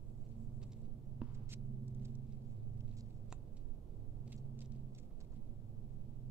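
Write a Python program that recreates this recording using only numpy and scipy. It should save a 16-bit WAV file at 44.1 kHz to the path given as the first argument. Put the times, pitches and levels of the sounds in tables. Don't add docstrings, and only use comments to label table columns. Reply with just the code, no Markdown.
import sys
import numpy as np
from scipy import signal
from scipy.fft import rfft, irfft, next_fast_len
from scipy.io import wavfile
from scipy.ndimage import map_coordinates

SR = 44100
rng = np.random.default_rng(int(sys.argv[2]) if len(sys.argv) > 2 else 0)


def wav_out(sig):
    wavfile.write(sys.argv[1], SR, np.round(np.clip(np.atleast_2d(sig).T, -1, 1) * 32767).astype(np.int16))


N = 278094
T = np.arange(N) / SR
FFT_SIZE = next_fast_len(N)
FREQS = np.fft.rfftfreq(FFT_SIZE, 1 / SR) + 1e-3


def undb(db):
    return 10 ** (np.asarray(db) / 20)


def unit(x):
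    return x / np.sqrt(np.mean(x ** 2))


def over_time(points):
    return np.interp(T, *np.transpose(points))


def over_freq(points):
    hz, value = np.transpose(points)
    return np.interp(np.log(FREQS), np.log(hz), value)


def eq(x, gain):
    return irfft(rfft(x, FFT_SIZE) * gain, FFT_SIZE)[..., :N]


def drift(hz):
    return unit(eq(rng.standard_normal(N), np.exp(-(FREQS / hz) ** 2)))


def bandpass(x, hz, q):
    return signal.lfilter(*signal.iirpeak(min(hz, SR / 3), q, fs=SR), x)


def cushion(x, hz):
    return signal.sosfilt(signal.butter(3, hz, fs=SR, output="sos"), x)


def add(track, s, sound):
    start = int(s * SR)
    track[start:start + len(sound)] += sound[:N - start]


def strike(s, modes):
    out, t = np.zeros(N), T[:SR // 3]
    add(out, s, sum(undb(db - 60 * t / t60) * np.sin(2 * np.pi * hz * t) for hz, db, t60 in modes))
    return out


def fibres(per_s, spread_db):
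    catches = (rng.random(N) < per_s / SR) * rng.standard_normal(N)
    return unit(catches * undb(spread_db * np.minimum(rng.exponential(size=N), 4)))


def ports(x, lag_ms, right_db):
    late = map_coordinates(x, [np.arange(N) - lag_ms * SR / 1000], order=3, mode="nearest")
    return np.array([late * undb(-right_db / 2), x * undb(right_db / 2)])


def room(x, t60, wet_db):
    t = T[:SR // 2]
    tail = rng.standard_normal((2, len(t))) * undb(-60 * t / t60) * (t > .002)
    tail /= np.sqrt(np.sum(tail ** 2, axis=1, keepdims=True))
    return undb(wet_db) * signal.fftconvolve(x[None], tail, axes=1)[:, :N]


# frequency in Hz, relative level in dB.
BED_EQ = [(20, 1.5), (35, -7), (60, -8.5), (90, -13.5), (160, -17), (250, -20.5), (400, -25.5),
          (650, -31.5), (1000, -42.5), (1700, -56), (3000, -56.5), (7500, -62.5), (10000, -64),
          (15500, -64.5)]
# frequency in Hz, likeness from 0 (wide) to 1 (mono).
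BED_LIKENESS = [(25, 0.51), (60, .85), (130, 0.9), (290, 0.6), (640, 0.3), (1400, 0), (6000, 0.18),
                (10000, 1)]


def background(level_db=-51, swell_db=.7):
    tone, likeness = undb(over_freq(BED_EQ)), np.clip(over_freq(BED_LIKENESS), 0, 1)
    mid = eq(rng.standard_normal(N), tone * np.sqrt(1 + likeness))
    side = eq(rng.standard_normal(N), tone * np.sqrt(1 - likeness))
    bed = np.array([mid + side, mid - side]) * undb(level_db) / np.std(mid)
    right_db = over_freq([(25, 12.5), (70, 5.5), (250, 2.3), (1000, 3.6), (4000, .3)])
    bed = eq(bed, undb(np.array([-right_db, right_db]) / 2))
    traffic = eq(bed, over_freq([(120, 0), (260, 1), (1200, 1), (2500, 0)]))
    return bed + traffic * (undb(swell_db * drift(1.1)) - 1)


# time in seconds, level in dB.
UPPER_RIDE = [(0.0, -60), (0.56, -52), (0.88, -59), (1.9, -46), (2.68, -56), (2.72, -51), (4.02, -69),
              (4.25, -50), (4.93, -51), (5.16, -74), (5.4, -57), (5.44, -63), (6.3, -51.5)]
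LOWER_RIDE = [(0.0, -66), (0.09, -58.5), (0.75, -53), (1.07, -61.5), (1.19, -53), (2.21, -54.5), (2.3, -68),
              (2.53, -50), (2.79, -48), (3.91, -69.5), (3.96, -51.5), (4.53, -58.5), (4.86, -72.5),
              (5.76, -54), (5.89, -62.5), (6.3, -57.5)]
# harmonic number, dB against the fundamental at full load.
UPPER_OVERTONES = [(2, -29), (3, -21.5)]
# centre in Hz, width in Hz, offset in dB, dB gained per dB of upper motor.
ROOM_MODES = [(225.75, 12, -21, 0.76), (203.4, 18, -2, 1.18)]


def motors(unloaded_hz=132.53, sag_hz=4, lower_hz=107):
    upper_db, lower_db = over_time(UPPER_RIDE) + .02, over_time(LOWER_RIDE) - .1
    load = undb(.46 * (upper_db - upper_db.max()))
    upper_pitch = (unloaded_hz - sag_hz * load) * (1 + .008 * drift(9))
    phase = 2 * np.pi * np.cumsum(upper_pitch) / SR
    upper = unit(np.sin(phase) + load * sum(undb(db) * np.sin(k * phase) for k, db in UPPER_OVERTONES))
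    lower_pitch = lower_hz * (1 + .007 * drift(7.8))
    lower = unit(np.sin(2 * np.pi * np.cumsum(lower_pitch) / SR))
    drone = upper * undb(upper_db + 1.3 * drift(11)) + lower * undb(lower_db + 1.3 * drift(12))
    for hz, width, db, follow in ROOM_MODES:
        resonance = 1 / (1 + (2 * (FREQS - hz) / width) ** 2)
        drone += unit(eq(rng.standard_normal(N), resonance)) * undb(db + follow * upper_db)
    return ports(drone, lag_ms=.17, right_db=3.5)


# pitch in Hz, level in dB, seconds to fall 60 dB.
TABLE_MODES = [(236, -35, 0.12), (151, -42, 0.059), (303, -40, 0.038), (525, -50, 0.023), (920, -46, 0.018),
               (1450, -70, .008), (2640, -56, 0.0087), (3420, -76, 0.01)]


def table_bump():
    return cushion(strike(s=1.2174, modes=TABLE_MODES), hz=4200)


# pitch in Hz, level in dB, seconds to fall 60 dB.
NEEDLE_MODES = [(420, -48, 0.024), (735, -49, 0.014), (1020, -45, .011), (1320, -49, 0.011),
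                (1900, -56, .01), (2570, -52, 0.0088), (3860, -50, 0.0054), (7050, -47.5, 0.0042),
                (7150, -50, 0.0052)]
# start in seconds, gain in dB.
NEEDLE_CONTACTS = [(3.3258, 2.5), (3.3269, -11)]


def needle_click():
    return cushion(sum(undb(db) * strike(s, NEEDLE_MODES) for s, db in NEEDLE_CONTACTS), hz=8900)


# time in seconds, level in dB.
BRUSH_RIDE = [(1.2, -110), (1.225, -73), (1.33, -75.5), (1.47, -80), (1.62, -100)]
# centre in seconds, level in dB.
FINGER_SCUFFS = [(.632, -72), (5.11, -80.5), (5.208, -74.5), (5.33, -79)]
# frequency in Hz, relative level in dB.
CLOTH_EQ = [(400, -10), (1000, 6.5), (1700, -7.5), (2800, -10.5), (4000, -17), (5200, -15.5), (8000, -35)]


def cloth_brush(half_scuff_s=.011):
    scuffs = sum(undb(db) * np.exp(-((T - s) / half_scuff_s) ** 2) for s, db in FINGER_SCUFFS)
    pressure = undb(over_time(BRUSH_RIDE)) + scuffs
    grain = eq(fibres(per_s=14000, spread_db=-1.5), undb(over_freq(CLOTH_EQ)))
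    return unit(grain) * pressure


def handling():
    sound = table_bump() + needle_click() + cloth_brush()
    return ports(sound, lag_ms=.045, right_db=4.5) + room(sound, t60=.11, wet_db=-12.5)


# start in seconds, level in dB, brightest frequency in Hz.
FOLD_TICKS = [(.732, -70, 5200), (1.88, -65, 7300), (1.947, -68, 7030), (2.152, -68, 6000),
              (2.806, -69.5, 3900), (3.007, -64, 5460), (3.303, -70, 7000), (4.590, -63.5, 5500),
              (4.606, -61, 5030), (4.657, -69.5, 6100), (4.72, -68, 5070), (4.949, -66.5, 5640)]


def ticks(slide_db, rise_s=.0012, faint_count=30, faint_hz=5870, spread_octaves=.3):
    out, t = np.zeros(N), T[:SR // 50]
    envelope = (t / rise_s * np.exp(1 - t / rise_s)) ** 2
    faint = [(T[i], slide_db[i] + 6.5, faint_hz * 2 ** rng.normal(0, spread_octaves))
             for i in rng.integers(0, N, faint_count)]
    for s, db, hz in faint + FOLD_TICKS:
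        noise = rng.standard_normal(len(t))
        flick = unit(bandpass(noise, hz, q=2.8) + .12 * noise)
        add(out, s, undb(db) * flick * envelope)
    return out


# start in seconds, length in seconds, level in dB, brightest frequency in Hz.
FOLD_SLIPS = [(0.626, 0.012, -67.5, 5800), (0.718, 0.0044, -67, 6000), (1.343, 0.013, -70.5, 6000),
              (2.049, 0.0081, -65, 5600), (2.967, .034, -70, 6400), (3.318, .012, -65, 6400),
              (3.568, .008, -68.5, 5200), (4.321, 0.0087, -58, 3700), (4.375, .01, -71, 5500),
              (4.614, .011, -63.5, 5300), (4.983, 0.0048, -61.5, 6500), (5.202, 0.012, -70.5, 4830)]


def slips(attack_s=.0023, release_s=.003):
    out, t = np.zeros(N), T[:SR // 8]
    grain = fibres(per_s=10000, spread_db=2)
    attack = 1 - np.exp(-(t / attack_s) ** 2)

    def slip(s, length, db, hz, swell_db):
        catches = grain[int(s * SR):][:len(t)]
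        rasp = unit(bandpass(catches, hz, q=1.8) + .64 * catches)
        release = np.exp(-np.maximum(t - length - attack_s / 2, 0) / release_s)
        level = undb(db + swell_db * np.minimum(t / length, 1))
        add(out, s - attack_s / 2, rasp * attack * release * level)

    for row in FOLD_SLIPS:
        slip(*row, swell_db=-3)
    slip(s=1.489, length=.05, db=-68, hz=5600, swell_db=15)
    return out


# centre in seconds, half length in seconds, level in dB.
GRIP_SHIFTS = [(.3, .07, -84), (.82, 0.032, -84), (2.08, 0.056, -82), (2.33, 0.038, -82.5),
               (2.5, 0.063, -83), (2.98, .13, -82.5), (4.36, .03, -83), (4.77, .04, -82), (5.34, .04, -87)]


def sliding_level(hold_db=-93.5, creep_db=-16, half_creep_s=.037):
    creeps = [(s + length / 2, half_creep_s, db + creep_db) for s, length, db, _ in FOLD_SLIPS]
    swells = sum(undb(db) ** 2 * np.exp(-((T - s) / half) ** 2) for s, half, db in GRIP_SHIFTS + creeps)
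    return 10 * np.log10(undb(hold_db) ** 2 + swells)


def long_pull(end_s=.86, fade_s=.08, level_db=-91.5):
    envelope = np.clip((end_s - T) / fade_s, 0, 1) * undb(level_db + 3.2 * drift(9))
    return unit(bandpass(rng.standard_normal(N), hz=7300, q=4)) * envelope


# frequency in Hz, gain in dB.
THREAD_EQ = [(500, -6.5), (1000, -6.5), (1600, -7), (2100, 2), (2700, 4), (3300, 0.5), (3900, 5), (5200, 0),
             (6300, -2), (7500, 0.5), (8600, -10.5), (10500, -16), (15500, -18.5)]


def thread():
    slide_db = sliding_level()
    flutter_db = 2.2 * drift(25)
    slide = fibres(per_s=3200, spread_db=4) * undb(slide_db + flutter_db)
    friction = undb(3) * slide + undb(2.5) * (slips() + ticks(slide_db))
    sound = eq(friction, undb(over_freq(THREAD_EQ))) + long_pull()
    direct = ports(sound, lag_ms=.1 + .035 * drift(14), right_db=2.2)
    return direct + room(sound, t60=.01, wet_db=-7) + room(sound, t60=.15, wet_db=-21)


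def scene():
    return thread() + handling() + motors() + background()


def record(dry, top_hz=15700):
    return signal.sosfiltfilt(signal.ellip(10, .1, 50, top_hz, fs=SR, output="sos"), dry)


dry = scene()
out = record(dry)
wav_out(out)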